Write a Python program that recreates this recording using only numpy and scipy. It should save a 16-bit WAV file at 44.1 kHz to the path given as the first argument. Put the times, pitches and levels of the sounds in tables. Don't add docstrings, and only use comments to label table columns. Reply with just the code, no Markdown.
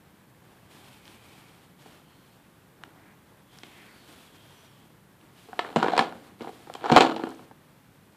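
import sys
import numpy as np
from scipy import signal
from scipy.fft import rfft, irfft
from scipy.io import wavfile
from scipy.ndimage import map_coordinates

SR = 44100
rng = np.random.default_rng(int(sys.argv[2]) if len(sys.argv) > 2 else 0)


def put_to_file(sound):
    columns = np.atleast_2d(sound).T
    safe = np.clip(columns, -1, 1)
    whole_steps = np.round(safe * 32767)
    wavfile.write(sys.argv[1], SR, whole_steps.astype(np.int16))


N = 359856


def from_db(db):
    return 10 ** (np.asarray(db) / 20)


def rms_one(x):
    return x / np.sqrt(np.mean(x ** 2) + 1e-20)


def unit_blow(x, blow_s=.006):
    return x / np.sqrt(np.sum(x ** 2) / (blow_s * SR) + 1e-20)


def at_hz(points, hz):
    f, value = np.transpose(points)
    return np.interp(np.log(np.maximum(hz, 1)), np.log(f), value)


def add(out, start_s, pulse):
    i = int(start_s * SR)
    out[i:i + len(pulse)] += pulse[:N - i]


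def butter(x, order, hz, kind="low"):
    return signal.sosfilt(signal.butter(order, hz, kind, fs=SR, output="sos"), x)


def colour(x, spectrum, size=4096):
    gain = from_db(at_hz(spectrum, np.arange(size // 2 + 1) * SR / size))
    cepstrum = irfft(np.log(gain))
    cepstrum[1:size // 2] *= 2
    cepstrum[size // 2 + 1:] = 0
    return signal.fftconvolve(x, irfft(np.exp(rfft(cepstrum))))[:len(x)]


def drift(per_s):
    knots = rng.standard_normal(4096)
    return rms_one(map_coordinates(knots, [np.arange(N) / SR * per_s], order=1, mode="wrap"))


def grains(per_s, spread_db):
    sizes = from_db(spread_db * np.minimum(rng.exponential(1, N), 4)) * rng.choice([-1, 1], N)
    return sizes * (rng.random(N) < per_s / SR)


# frequency in Hz, gain in dB.
ROOM_TONE_EQ = [(15, -56.5), (25, -30), (51, -15), (124, -2), (205, -4.5), (228, -9), (399, -13.5),
                (563, -16), (644, -21), (840, -18), (1160, -18.5), (1360, -21), (1550, -19), (4620, -37),
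                (14500, -31.5)]

def room_tone(level_db=-57.5):
    return from_db(level_db) * rms_one(colour(rng.standard_normal(N), ROOM_TONE_EQ))


# frequency in Hz, seconds to fall 60 dB.
REVERB_T60 = [(100, 0.57), (300, 0.82), (1000, 0.22), (4000, 0.19), (12000, 0.13)]
# frequency in Hz, level in dB.
REVERB_DB = [(100, -10), (300, -8), (800, -15.5), (2000, -11), (4000, -10.5), (12000, -7.5)]

def reverb(x, first_echo_s=0.013):
    t = np.arange(SR) / SR
    white, hz = rfft(rng.standard_normal(SR)), np.arange(SR // 2 + 1)
    onset = np.clip(2 * t / first_echo_s - 1, 0, 1) ** 2
    edges_hz, tail = 40 * 2. ** np.arange(10), 0
    for low, high in zip(edges_hz, edges_hz[1:]):
        centre = np.sqrt(low * high)
        fade = onset * from_db(-60 * t / at_hz(REVERB_T60, centre))
        band = irfft(white * (hz >= low) * (hz < high), SR)
        tail = tail + band * fade / np.sqrt(np.sum(fade ** 2)) * from_db(at_hz(REVERB_DB, centre))
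    return signal.fftconvolve(x, tail)[:N]


# start and end in seconds, relative levels of rub and of hiss in dB.
STROKES = [(0.4, 0.682, -63, -68), (0.668, 0.96, -59.5, -57), (1.013, 1.148, -58, -56),
           (1.2, 1.426, -59.5, -58), (1.437, 1.658, -63.5, -62.5), (1.773, 1.957, -59.5, -59.5),
           (2.035, 2.378, -67.5, -67), (2.765, 3.123, -61, -72), (3.25, 3.39, -63, -77),
           (3.486, 3.605, -62, -59), (3.61, 4.055, -60, -58.5), (4.04, 4.266, -60.5, -56),
           (4.3, 4.66, -62.5, -60), (4.684, 4.853, -65.5, -65.5), (5.188, 5.32, -63.5, -67.5),
           (5.34, 5.474, -64.5, -58.5), (5.485, 6.287, -54, -59), (6.368, 6.815, -58.5, -58.5),
           (6.846, 7.42, -59.5, -59)]

def stroke_levels(resting_rub_db=-68.5, resting_hiss_db=-69.5, attack_s=.05, ease_db_per_s=5,
                  release_s=.07):
    t = np.arange(N) / SR
    power = from_db([[resting_rub_db], [resting_hiss_db]]) ** 2
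    for start, end, rub_db, hiss_db in STROKES:
        age = np.maximum(t - start, 0)
        shape = np.minimum(age / attack_s, 1) * from_db(-ease_db_per_s * age)
        shape *= np.exp(-np.clip(t - end, 0, 1) / release_s)
        power = power + (from_db([[rub_db], [hiss_db]]) * shape) ** 2
    return np.sqrt(power)


# frequency in Hz, gain in dB.
RUB_EQ = [(80, -14), (170, 2), (300, 8), (500, 0), (800, 2.5), (1300, -4.5), (2100, -8), (3000, -21),
          (8000, -29)]
HISS_EQ = [(300, -14), (1200, -0.5), (1950, -4), (2400, -1), (2800, -0.5), (3300, 0.5), (4300, -3.5),
           (5200, -7), (6200, -10.5), (8300, -8.5), (11000, -11), (15000, -15)]

def friction(rub_boost_db=2.0):
    rub_gain, hiss_gain = stroke_levels()
    pressure_db = .8 * drift(per_s=45)
    rub = rub_gain * rms_one(colour(grains(2500, spread_db=2.0), RUB_EQ))
    hiss = hiss_gain * rms_one(colour(grains(6800, spread_db=1.0), HISS_EQ))
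    return (from_db(rub_boost_db) * rub + hiss) * from_db(pressure_db)


def stick_slip(glides, width_hz, arch_hz=0):
    out = np.zeros(N)
    slips = butter(rng.standard_normal((2, N)), 2, width_hz / 2)
    for start, end, db, first_hz, last_hz in glides:
        span = np.arange(int(start * SR), int(end * SR))
        progress = np.linspace(0, 1, len(span))
        pressure = np.abs(np.sin(np.pi * progress))
        hz = first_hz + (last_hz - first_hz) * progress + arch_hz * pressure
        phase = 2 * np.pi * np.cumsum(hz) / SR
        tone = rms_one(slips[0, span] * np.cos(phase) + slips[1, span] * np.sin(phase))
        add(out, start, from_db(db) * np.sqrt(pressure) * tone)
    return out


# start and end in seconds, level in dB, first and last pitch in Hz.
EDGE_SINGS = [(.66, 1.62, -65.5, 2350, 2334), (.66, 1.62, -71, 3070, 3070), (1.75, 2.4, -72.5, 3100, 3020),
              (2.02, 2.42, -75, 4220, 4300), (3.46, 3.88, -65, 3280, 3270), (3.85, 4.1, -68, 4540, 4300),
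              (4.03, 4.92, -66.5, 3384, 3140)]
FINGER_SKIMS = [(2.96, 3.16, -62, 1624, 1990), (3.62, 4.03, -58, 2380, 1788)]
SQUEAKS = [(4.5, 4.73, -71, 5680, 5420)]

def friction_tones():
    edge = stick_slip(EDGE_SINGS, width_hz=340)
    fingertips = stick_slip(FINGER_SKIMS, width_hz=900)
    squeak = stick_slip(SQUEAKS, width_hz=130, arch_hz=390)
    return edge + fingertips + squeak


def strike(modes, uneven_db, detune, low_cut_hz):
    hz, db, t60 = np.transpose(modes)[:, :, None]
    strength, shift, side = rng.standard_normal((3, len(modes), 1))
    t = np.arange(SR // 10) / SR
    waves = np.sign(side) * np.sin(2 * np.pi * hz * (1 + detune * shift) * t)
    ringing = np.sum(waves * from_db(db + uneven_db * strength - 60 * t / t60), axis=0)
    return unit_blow(butter(ringing, 3, low_cut_hz, "high"))


# pitch in Hz, relative level in dB, seconds to fall 60 dB.
WALL_MODES = [(259, 3, 0.043), (334.7, -0.5, 0.068), (393, -4, 0.029), (461, 1, 0.033), (570, -10, .02),
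              (726, 0.5, 0.034), (778, 1.5, 0.03), (946, -0.5, .026), (1100, -8, .026), (1076, -9.5, 0.03),
              (1244, -5.5, 0.028), (1418, -3, 0.028), (1566, -5, .018), (1705, -5, 0.026),
              (1865, -12.5, 0.026)]

def wall_modes(spot_hz, focus_db=5.0):
    hz, db, t60 = np.transpose(WALL_MODES)
    return np.transpose([hz, db - focus_db * np.log2(hz / spot_hz) ** 2, t60])


def crack(t60, contact):
    t = np.arange(SR // 20) / SR
    return rng.standard_normal(len(t)) * (from_db(-60 * t / t60) + contact * np.exp(-t / 0.00035))


# start in seconds, level in dB, resonance in Hz.
SNAPS = [(1.055, -55, 3200), (1.079, -51.5, 2820), (2.8367, -40, 2300), (3.587, -50, 3570),
         (3.634, -50, 3000), (5.2126, -62, 2980), (6.4215, -53, 3470), (6.7392, -42.5, 3400),
         (7.291, -55, 8400), (7.305, -56.5, 7970), (7.349, -60, 6970)]

def snaps(click_db=-14, panel_db=-9):
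    out = np.zeros(N)
    for start, db, hz in SNAPS:
        click = crack(t60=0.008, contact=3.0)
        resonance = signal.lfilter(*signal.iirpeak(hz, Q=2, fs=SR), click)
        softened = butter(resonance + from_db(click_db) * click, 2, 1.6 * hz)
        add(out, start, from_db(db) * unit_blow(softened))
        tap = strike(wall_modes(700, focus_db=1.0), uneven_db=6.5, detune=.03, low_cut_hz=200)
        add(out, start, from_db(db + panel_db) * tap)
    return out


# start and end of full flow in seconds, level in dB,
# swell and settle rates in dB per second.
SPILLS = [(5.643, 5.688, -43, 198.5, 120), (5.784, 6.017, -32, 606, 163), (6.412, 6.487, -46, 900, 450),
          (6.981, 7.016, -20, 163.5, 132), (7.16, 7.264, -45, 200, 100)]

def spill_level():
    t = np.arange(N) / SR
    flows = [from_db(db - swell * np.maximum(start - t, 0) - settle * np.maximum(t - end, 0))
             for start, end, db, swell, settle in SPILLS]
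    return np.max(flows, axis=0)


# frequency in Hz, gain in dB.
CRACK_EQ = [(150, -44.5), (500, -18.5), (1500, -1.5), (2000, -1.5), (2330, 3.5), (2650, -3.5), (3050, 2),
            (3700, -2.5), (4250, -3.5), (4900, -12), (6000, -19), (7500, -16), (10000, -30.5),
            (15000, -44.5)]

def knock(body_db, crack_db, spot_hz, stiffening=0.064):
    out = from_db(body_db) * strike(wall_modes(spot_hz), uneven_db=4.5, detune=0.027, low_cut_hz=210)
    shifted_eq = np.array(CRACK_EQ) * [(spot_hz / 800) ** stiffening, 1]
    attack = colour(crack(t60=0.028, contact=.8), shifted_eq)
    add(out, 0, from_db(crack_db) * unit_blow(attack))
    return out


def tumble(per_s=300, crack_db=-11, spot_hz=820, spots=8):
    body, cracks = np.zeros(N), np.zeros(N)
    for _ in range(spots):
        hits = grains(per_s / spots, spread_db=1.3)
        ringing = strike(wall_modes(spot_hz), uneven_db=-1.0, detune=0.016, low_cut_hz=220)
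        body += signal.oaconvolve(hits, ringing)[:N]
        cracks += signal.oaconvolve(hits, crack(t60=.014, contact=1.5))[:N]
    return spill_level() * (rms_one(body) + from_db(crack_db) * rms_one(colour(cracks, CRACK_EQ)))


def strays(per_s=30, above_flow_db=-1.5, crack_db=-22, spot_hz=762, spread_octaves=.3, floor_db=-65):
    out, flow = np.zeros(N), spill_level()
    count = int(per_s * N / SR)
    for k, (late, _, spot) in enumerate(rng.random((count, 3))):
        start = (k + late) / per_s
        db = 20 * np.log10(flow[int(start * SR)] + 1e-20) + above_flow_db
        if db > floor_db:
            hz = spot_hz * 2 ** (spread_octaves * (2 * spot - 1))
            add(out, start, knock(db, db + crack_db, hz))
    return out


# pitch in Hz, relative level in dB, seconds to fall 60 dB.
FLEX_MODES = [(84, -12.5, .05), (123, -4.5, 0.051), (161.7, -2.5, 0.11), (229, -1, 0.13)]
# start in seconds, relative level in dB, low cut in Hz.
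THUDS = [(5.761, -21, 95), (5.826, -32, 130), (5.993, -34, 130), (6.41, -46, 130), (6.917, -17, 80),
         (6.96, -26.5, 50), (7.007, -37, 130)]

def thuds(boost_db=3):
    out = np.zeros(N)
    for start, db, low_cut_hz in THUDS:
        flexing = strike(FLEX_MODES, uneven_db=1.0, detune=.02, low_cut_hz=low_cut_hz)
        add(out, start, from_db(db + boost_db) * flexing)
    return out


# start in seconds, hollow body in dB, sharp crack in dB,
# pitch of the struck spot in Hz, number of contacts.
KNOCKS = [(1.86, -47, -62, 513, 1), (3.634, -46, -44, 530, 1), (5.487, -45, -60, 540, 2),
          (5.531, -35, -70, 844, 1), (5.592, -20, -27, 1300, 1), (5.648, -34, -61, 1050, 1),
          (5.761, -16, -29, 580, 2), (5.828, -16, -30, 805, 1), (5.844, -19.5, -49, 705, 1),
          (5.862, -21.5, -46, 740, 1), (5.883, -21.5, -39, 745, 1), (5.935, -18, -41, 720, 1),
          (5.966, -24, -34, 580, 1), (5.978, -15.5, -22.5, 1030, 1), (5.992, -12.5, -20, 1030, 1),
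          (6.008, -20.5, -33, 660, 1), (6.024, -24, -39, 632, 1), (6.125, -36, -58, 690, 1),
          (6.408, -34.5, -48, 390, 3), (6.446, -35.5, -61, 457, 1), (6.473, -33, -69.5, 541, 1),
          (6.492, -36.5, -54.5, 440, 1), (6.672, -42, -68, 652, 1), (6.699, -34.5, -57, 730, 1),
          (6.751, -33.5, -41.5, 750, 1), (6.842, -26.5, -44.5, 770, 2), (6.858, -24.5, -39.5, 780, 2),
          (6.899, -16.5, -35, 786, 1), (6.917, -17, -27.5, 690, 1), (6.922, -14, -24.5, 700, 1),
          (6.934, -22.5, -32, 735, 1), (6.963, -5, -15.5, 820, 4), (7.007, -11, -16.5, 826, 1),
          (7.013, -21, -24.5, 680, 2), (7.048, -18, -36, 605, 1), (7.066, -28, -39, 790, 1),
          (7.163, -29, -38, 565, 1), (7.195, -29.5, -50, 496, 1), (7.237, -23, -44, 613, 1),
          (7.27, -30, -52, 608, 1), (7.393, -43, -60.5, 535, 1), (7.512, -44.5, -66.5, 548, 1)]

def knocks(contact_gap_s=.007, contact_loss_db=2.4):
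    out = np.zeros(N)
    for start, body_db, crack_db, spot_hz, contacts in KNOCKS:
        for k in range(round(contacts)):
            loss_db = k * contact_loss_db
            add(out, start + k * contact_gap_s, knock(body_db - loss_db, crack_db - loss_db, spot_hz))
    return out


def scene(tick_send_db=-3.5):
    blows = knocks() + thuds() + tumble() + strays()
    ticks = snaps()
    sliding = friction() + friction_tones()
    background = room_tone()
    tail = reverb(blows + from_db(tick_send_db) * ticks)
    return (background + tail + sliding + ticks + blows)[None]


def record(dry, cutoff_hz=14750):
    low_pass = signal.ellip(10, .2, 70, cutoff_hz, fs=SR, output="sos")
    return signal.sosfilt(low_pass, np.clip(dry, -1, 1))


dry = scene()
out = record(dry)
put_to_file(out)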